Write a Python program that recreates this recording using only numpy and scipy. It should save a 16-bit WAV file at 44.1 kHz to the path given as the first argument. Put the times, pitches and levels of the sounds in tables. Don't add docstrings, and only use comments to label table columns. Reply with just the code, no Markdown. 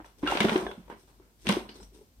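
import sys
import numpy as np
from scipy import signal
from scipy.fft import rfft, irfft
from scipy.io import wavfile
from scipy.ndimage import uniform_filter1d

SR = 44100
rng = np.random.default_rng(int(sys.argv[2]) if len(sys.argv) > 2 else 0)


def digitize_waveform(pressure):
    field = np.atleast_2d(pressure).T
    bounded = np.clip(field, -1, 1)
    quanta = np.round(bounded * 32767).astype(np.int16)
    wavfile.write(sys.argv[1], SR, quanta)


N = 97020

# start_s, level_db, pitch_hz, t60_s
BODY_KNOCKS = [(.001, -38, 315, 0.085), (0.2311, -17, 296.7, 0.073), (0.2455, -20, 307, 0.051),
               (.3212, -4.5, 810, 0.011), (0.3217, -27.5, 317, 0.12), (0.351, -20.5, 320, 0.036),
               (0.404, -22, 202.7, 0.17), (.443, -12.5, 356, 0.069), (0.45, -12, 211.5, 0.054),
               (0.4562, -13, 379, 0.041), (.5185, -25, 618, 0.022), (0.519, -20, 221, 0.11),
               (0.5565, -9, 347.6, 0.044), (0.567, -22, 360.4, 0.094), (0.621, -30, 354, 0.1),
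               (.627, -32, 210, 0.13), (.650, -29, 302, 0.049), (0.667, -28, 398.3, 0.067),
               (0.69, -28.5, 415, 0.039), (0.7771, -35, 215.3, 0.089), (0.793, -35, 183, 0.047),
               (.921, -42.5, 220.5, 0.079), (1.033, -50, 374, 0.076), (1.198, -41.5, 379.6, 0.058),
               (1.454, -33, 359, 0.061), (1.4709, -20.5, 223, 0.058), (1.491, -14.5, 202, 0.13),
               (1.5133, -21.5, 236.4, 0.1), (1.5674, -16, 353, 0.052), (1.69, -45, 217.4, 0.17),
               (1.724, -53, 266, 0.1), (1.606, -37.5, 352, .1), (1.757, -61.5, 377, 0.22),
               (1.798, -45, 402.7, 0.14), (1.815, -44.5, 201.6, 0.064), (1.919, -50, 391, 0.11),
               (1.959, -46.5, 417, 0.084), (1.989, -45, 396, 0.078), (2.01, -45, 421, 0.11)]
# start_s, low_db, middle_db, bright_db, treble_db, left_db
JOINT_CLACKS = [(.0438, -55, -45.5, -35.5, -114, 5), (.232, -33, -29.5, -57, -60, 6),
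                (.2659, -45, -34, -31, -60, 7), (.273, -36, -26.5, -24.5, -39, 2),
                (.312, -44.5, -28, -47.5, -33.5, 3), (0.3219, -28, -21.5, -45.5, -43, 0),
                (.350, -52, -27.5, -26, -54, 9), (0.3717, -35.5, -24.5, -21, -41.5, 0),
                (.404, -28.5, -22.5, -18, -31.5, 3.5), (.4078, -25, -25, -34, -32.5, 3),
                (.416, -28.5, -25.5, -23.5, -44, -5), (.430, -35.5, -30, -24.5, -38.5, -2),
                (.448, -48, -27.5, -23.5, -36.5, -3.5), (.4835, -27, -34.5, -24, -44.5, -0.5),
                (0.4941, -32.5, -26.5, -19, -45.5, 3), (.5201, -39.5, -24, -30, -55, -1),
                (0.5274, -31, -44, -30, -48, -7), (.56, -31.5, -27, -20, -53, -.5),
                (.576, -40, -25.5, -61, -38, 7.5), (0.6649, -40.5, -26, -34, -64, 2),
                (0.7128, -39.5, -32.5, -33, -54.5, 0), (0.8788, -54, -40, -50, -80.5, 9),
                (1.1973, -60, -48.5, -65, -76, 3.5), (1.4684, -36.5, -34.5, -24, -35.5, 2.5),
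                (1.480, -43.5, -48, -24, -42, 6), (1.4896, -29.5, -25, -21, -27.5, 3),
                (1.4943, -35, -18, -22, -36, 1), (1.5025, -27.5, -29.5, -25.5, -34.5, -4),
                (1.512, -33, -43.5, -34.5, -34.5, -10.5), (1.523, -38.5, -39, -26.5, -30.5, -0.5),
                (1.691, -56, -42, -45, -55.5, 4.5), (1.712, -61, -59, -56.5, -58, -3),
                (1.7421, -71, -65.5, -68.5, -52, 3.5)]
CLACK_T60_S = [0.043, 0.028, 0.019, 0.042, 0.025]
CROSSOVERS_HZ = [480, 1200, 2400, 4100]
# frequency_hz, gain_db
WOOD_EQ = [(30, -61), (60, -31), (120, -13), (190, 1), (380, 3.5), (500, -2), (650, -3), (1000, 2.5),
           (1180, -3), (1500, 5), (2400, 3), (3400, 4.5), (4600, -2.5), (5800, 1), (7000, -8), (9000, -3.5),
           (10600, -15.5), (12500, -8.5), (14500, -17.5), (16000, -25)]
# start_s, level_db, pitch_hz, t60_s
LIMB_RINGS = [(0.2656, -23.5, 1560, 0.045), (.273, -25.5, 2827, 0.093), (0.2744, -29, 3400, 0.065),
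              (0.2786, -24, 1354, 0.12), (.318, -29.5, 2800, 0.067), (0.3715, -31, 4740, 0.022),
              (.4045, -13.5, 2230, 0.022), (.416, -21.5, 2075, 0.042), (.448, -21.5, 620, 0.077),
              (0.4832, -26.5, 1420, 0.072), (.5201, -24.5, 850, .06), (0.6655, -27, 1735, 0.017),
              (0.6658, -41, 3442, 0.085), (0.678, -40, 1572, 0.059), (.689, -47, 3350, 0.099),
              (1.4688, -21.5, 2790, 0.014), (1.5025, -31.5, 2070, 0.07), (1.689, -42.5, 4120, 0.027),
              (1.6915, -41, 2910, 0.047), (1.719, -47, 3000, .04)]
# start_s, rise_s, fall_s, low_db, middle_db, bright_db, treble_db
LIMB_RUBS = [(0, 0.0014, 0.063, -58, -46, -52, -80), (.043, 0.011, 0.13, -65.5, -52.5, -59.5, -61),
             (0.177, 0.01, 0.45, -56, -64, -67.5, -63), (0.224, 0.0093, 0.51, -49, -44.5, -45.5, -62.5),
             (0.258, 0.039, 0.52, -43.5, -35, -38, -47.5), (0.418, 0.11, 0.27, -39, -35, -49.5, -48),
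             (0.893, 0.0083, 0.1, -51, -44.5, -53.5, -63.5), (0.908, 0.021, 0.078, -53.5, -53, -54.5, -76),
             (1.448, 0.0054, 0.089, -52, -51.5, -49.5, -65), (.97, 0.025, 0.23, -68.5, -79, -75, -65),
             (1.069, 0.012, 0.25, -65.5, -61.5, -69.5, -69), (1.19, 0.037, 0.21, -60, -65, -66, -101),
             (1.37, 0.15, 0.18, -55, -69.5, -59.5, -54.5), (1.472, 0.053, .22, -43.5, -37.5, -44, -67),
             (1.686, 0.0097, 0.083, -49.5, -53, -49.5, -66), (1.74, 0.02, 0.16, -52, -57, -61.5, -58.5),
             (1.792, 0.015, 0.056, -63, -51.5, -60, -72), (1.81, 0.021, 0.064, -59.5, -62, -62.5, -59),
             (1.925, 0.025, 0.19, -56, -64, -67, -62), (2.005, 0.023, 0.044, -59, -67.5, -79.5, -78.5)]
# start_s, rise_s, fall_s, centre_hz, width_hz, level_db
JOINT_SQUEAKS = [(.897, 0.015, 0.095, 1700, 460, -51.5), (1.686, 0.0063, 0.17, 4550, 660, -54),
                 (1.755, .008, 0.14, 3980, 250, -61), (1.805, 0.0034, 0.056, 5170, 120, -60.5),
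                 (1.805, .003, 0.092, 7850, 450, -61.5), (1.82, .014, 0.084, 5650, 350, -60.5)]
# frequency_hz, t60_s
ROOM_DECAY = [(100, 0.45), (300, 0.37), (900, 0.3), (2000, 0.34), (8000, 0.34), (16000, 0.4)]
# frequency_hz, gain_db
AIR_EQ = [(10, -39), (30, -26.5), (50, -12), (80, 3.5), (130, -4.5), (250, -4), (400, -12), (800, -16.5),
          (2000, -23), (5000, -21), (9000, -27), (10700, -28.5), (13000, -23), (16000, -29.5)]
# time_s, gain_db
RUMBLE_FADER = [(0.0, -60.5), (0.2, -60.5), (0.31, -45), (0.39, -60.5), (0.43, -58.5), (0.59, -68),
                (0.67, -48.5), (0.76, -69), (0.88, -55.5), (0.91, -63.5), (1.41, -61.5), (1.48, -48),
                (1.74, -61.5), (1.83, -54), (2.15, -65.5), (2.2, -54.5)]
# frequency_hz, correlation
STEREO_LIKENESS = [(50, 0.93), (280, 0.82), (500, 0.95), (800, 0.64), (1300, -0.38), (2500, 0.058),
                   (16000, -0.27)]
# frequency_hz, left_minus_right_db
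MIC_BALANCE = [(60, 2.5), (170, -4), (330, 2.1), (700, -1), (1400, -3.5), (2800, 1.5), (5500, 1.5),
               (9000, 10.5), (13000, -2)]
# frequency_hz, threshold_db
SUPPRESSION_THRESHOLD = [(100, -65), (400, -64.5), (1200, -64), (3000, -70), (8000, -89.5), (16000, -95)]


def body_knocks():
    rise_s, overtone_db = .0017, -15.5
    out, t = np.zeros((2, N)), np.arange(SR // 4) / SR
    attack = 1 - np.exp(-(t / rise_s) ** 2)
    for start_s, level_db, pitch_hz, t60_s in BODY_KNOCKS:
        overtone_hz = pitch_hz * 1.85 * (1 + .12 * rng.uniform(-1.18, 1))
        body = np.sin(2 * np.pi * pitch_hz * t) * decay(t, t60_s)
        overtone = amp(overtone_db) * np.sin(2 * np.pi * overtone_hz * t) * decay(t, .73 * t60_s)
        add(out, start_s, -amp(level_db) * (body + overtone) * attack)
    return out


def joint_clacks():
    crack_above_db, crack_s = -32.5, .0016
    firm_db, firm_rise_s, soft_extra_s = -20, .0003, .0017
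    out, t = np.zeros((2, N)), np.arange(SR // 6) / SR
    fades = decay(t, np.array(CLACK_T60_S)[:, None, None])
    for start_s, low_db, middle_db, bright_db, treble_db, left_db in JOINT_CLACKS:
        cluster = wood_bands(rng.standard_normal((2, len(t)))) * fades
        cluster *= np.sqrt((fades ** 2).mean(-1, keepdims=True) / (cluster ** 2).mean(-1, keepdims=True))
        clack = np.tensordot(band_gains(low_db, middle_db, bright_db, treble_db), cluster, 1)
        crack = 1 + amp(.5) * max(1 - amp(crack_above_db - treble_db), 0) * np.exp(-t / crack_s)
        rise_s = firm_rise_s + soft_extra_s * max(1 - amp(bright_db - firm_db), 0)
        pan = amp([[left_db / 2], [-left_db / 2]])
        add(out, start_s, crack * clack * (1 - np.exp(-t / rise_s)) * pan)
    return out


def limb_rings(rise_s=.0006):
    out, t = np.zeros((2, N)), np.arange(SR // 4) / SR
    for start_s, level_db, pitch_hz, t60_s in LIMB_RINGS:
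        phases = np.pi * rng.random((2, 1))
        ring = np.sin(2 * np.pi * pitch_hz * t + phases) * decay(t, t60_s)
        add(out, start_s, amp(level_db) * ring * (1 - np.exp(-t / rise_s)))
    return out


def limb_rubs(slips_per_s=4000, spread_db=1.5):
    t = np.arange(N) / SR
    slips = (rng.random(N) < slips_per_s / SR) * amp(spread_db * np.minimum(rng.exponential(1, N), 4))
    bands = wood_bands(slips * rng.standard_normal((2, N)))
    power = np.zeros((len(bands), N))
    for start_s, rise_s, fall_s, *levels_db in LIMB_RUBS:
        power += (band_gains(*levels_db)[:, None] * stroke(t - start_s, rise_s, fall_s)) ** 2
    return (bands * np.sqrt(power)[:, None]).sum(0)


def joint_squeaks(slips_per_s=3000):
    t, hz = np.arange(N) / SR, np.fft.rfftfreq(N, 1 / SR)
    out = np.zeros((2, N))
    for start_s, rise_s, fall_s, centre_hz, width_hz, level_db in JOINT_SQUEAKS:
        slips = (rng.random(N) < slips_per_s / SR) * rng.standard_normal((2, N))
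        ringing = irfft(rfft(slips) / (1 + 1j * (hz - centre_hz) / width_hz) ** 2, N)
        out += amp(level_db) * unit_rms(ringing) * stroke(t - start_s, rise_s, fall_s)
    return out


def room_tail(send, predelay_s=.0059, build_s=.0045):
    size = SR * 3 // 4
    reflections = irfft(stereo_spectra(rng.standard_normal((2, size)))[1], size)
    hz, t, spectra = signal.stft(reflections, SR, nperseg=256)
    tail = signal.istft(spectra * decay(t, curve(ROOM_DECAY, hz)[:, None]), SR, nperseg=256)[1]
    tail *= np.clip((np.arange(tail.shape[1]) / SR - predelay_s) / build_s, 0, 1)
    tail /= np.linalg.norm(tail, axis=1, keepdims=True)
    return signal.fftconvolve(send, tail, axes=1)[:, :N]


def room_air(level_db=-60.5):
    hz, noise = stereo_spectra(rng.standard_normal((2, N)))
    return amp(level_db) * unit_rms(irfft(noise * amp(curve(AIR_EQ, hz)), N))


def low_rumble(centre_hz=51.7, width_hz=4.7, trim_db=1):
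    hz, noise = stereo_spectra(rng.standard_normal((2, N)))
    rumble = irfft(noise / (1 + ((hz - centre_hz) / width_hz) ** 2) ** 2, N)
    envelope = abs(signal.hilbert(rumble)).mean(0)
    compressed = unit_rms(rumble / np.sqrt(envelope))
    fader_db = np.interp(np.arange(N) / SR, *np.transpose(RUMBLE_FADER))
    return compressed * amp(fader_db + trim_db)


def wood_bands(drive):
    hz, spectra = stereo_spectra(drive)
    spectra *= amp(curve(WOOD_EQ, hz))
    lowpasses = [1 / (1 + (hz / crossover_hz) ** 14) for crossover_hz in CROSSOVERS_HZ]
    shares = np.diff(lowpasses, axis=0, prepend=0, append=1)
    return np.array([unit_rms(irfft(spectra * np.sqrt(abs(share)), drive.shape[1])) for share in shares])


def band_gains(low_db, middle_db, bright_db, treble_db):
    trimmed_db = bright_db - 3.5
    edge_db = trimmed_db + 1.5 + .32 * (treble_db - bright_db)
    return amp([low_db, middle_db, trimmed_db, edge_db, treble_db])


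def stereo_spectra(pair):
    spectra, hz = rfft(pair), np.fft.rfftfreq(pair.shape[1], 1 / SR)
    likeness = curve(STEREO_LIKENESS, hz)
    mid = spectra[0] * np.sqrt((1 + likeness) / 2)
    side = spectra[1] * np.sqrt((1 - likeness) / 2)
    return hz, np.array([mid + side, mid - side])


def stroke(t, rise_s, fall_s):
    return np.clip(t / max(rise_s, .002), 0, 1) * decay(np.maximum(t - rise_s, 0), 2 * fall_s)


def decay(t, t60_s):
    return 1000. ** (-t / t60_s)


def amp(db):
    return 10 ** (np.asarray(db) / 20)


def unit_rms(sound):
    return sound / np.sqrt(np.mean(sound ** 2) + 1e-20)


def curve(points, hz):
    points_hz, values = np.transpose(points)
    return np.interp(np.log(hz + 1), np.log(points_hz + 1), values)


def add(mix, start_s, sound):
    part = mix[:, round(start_s * SR):][:, :sound.shape[-1]]
    part += sound[..., :part.shape[1]]


def noise_suppression(sound, depth_db=-5):
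    hz, _, spectra = signal.stft(sound, SR, nperseg=1024, noverlap=768)
    power = uniform_filter1d((abs(spectra) ** 2).mean(0), size=9, axis=0)
    power = abs(uniform_filter1d(power, size=3, axis=1))
    threshold = amp(curve(SUPPRESSION_THRESHOLD, hz))[:, None] ** 2
    cut_db = depth_db / (1 + (power / threshold) ** 2)
    return signal.istft(spectra * amp(cut_db), SR, nperseg=1024, noverlap=768)[1][:, :N]


def scene():
    knocks, clacks, rings = body_knocks(), joint_clacks(), limb_rings()
    rubs, squeaks = limb_rubs(), joint_squeaks()
    wet = room_tail(amp(-13.5) * knocks + amp(-5.5) * rubs + amp(-8) * squeaks)
    wet += room_tail(amp(-4.5) * clacks + amp(-9.5) * rings)
    return knocks + clacks + rings + rubs + squeaks + wet + room_air() + low_rumble()


def record(dry):
    low_cut_hz, high_cut_hz = 25, 15900
    hz = np.fft.rfftfreq(2 * N, 1 / SR)
    tilt_db = curve(MIC_BALANCE, hz) / 2
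    low_cut = 1 - 1 / (1 + (hz / low_cut_hz) ** 6)
    coloured = irfft(rfft(dry, 2 * N) * amp([tilt_db, -tilt_db]) * low_cut)[:, :N]
    high_cut = signal.firwin(511, high_cut_hz, window=("kaiser", 9), fs=SR)
    return signal.oaconvolve(noise_suppression(coloured), high_cut[None], "same")


dry = scene()
out = record(dry)
digitize_waveform(out)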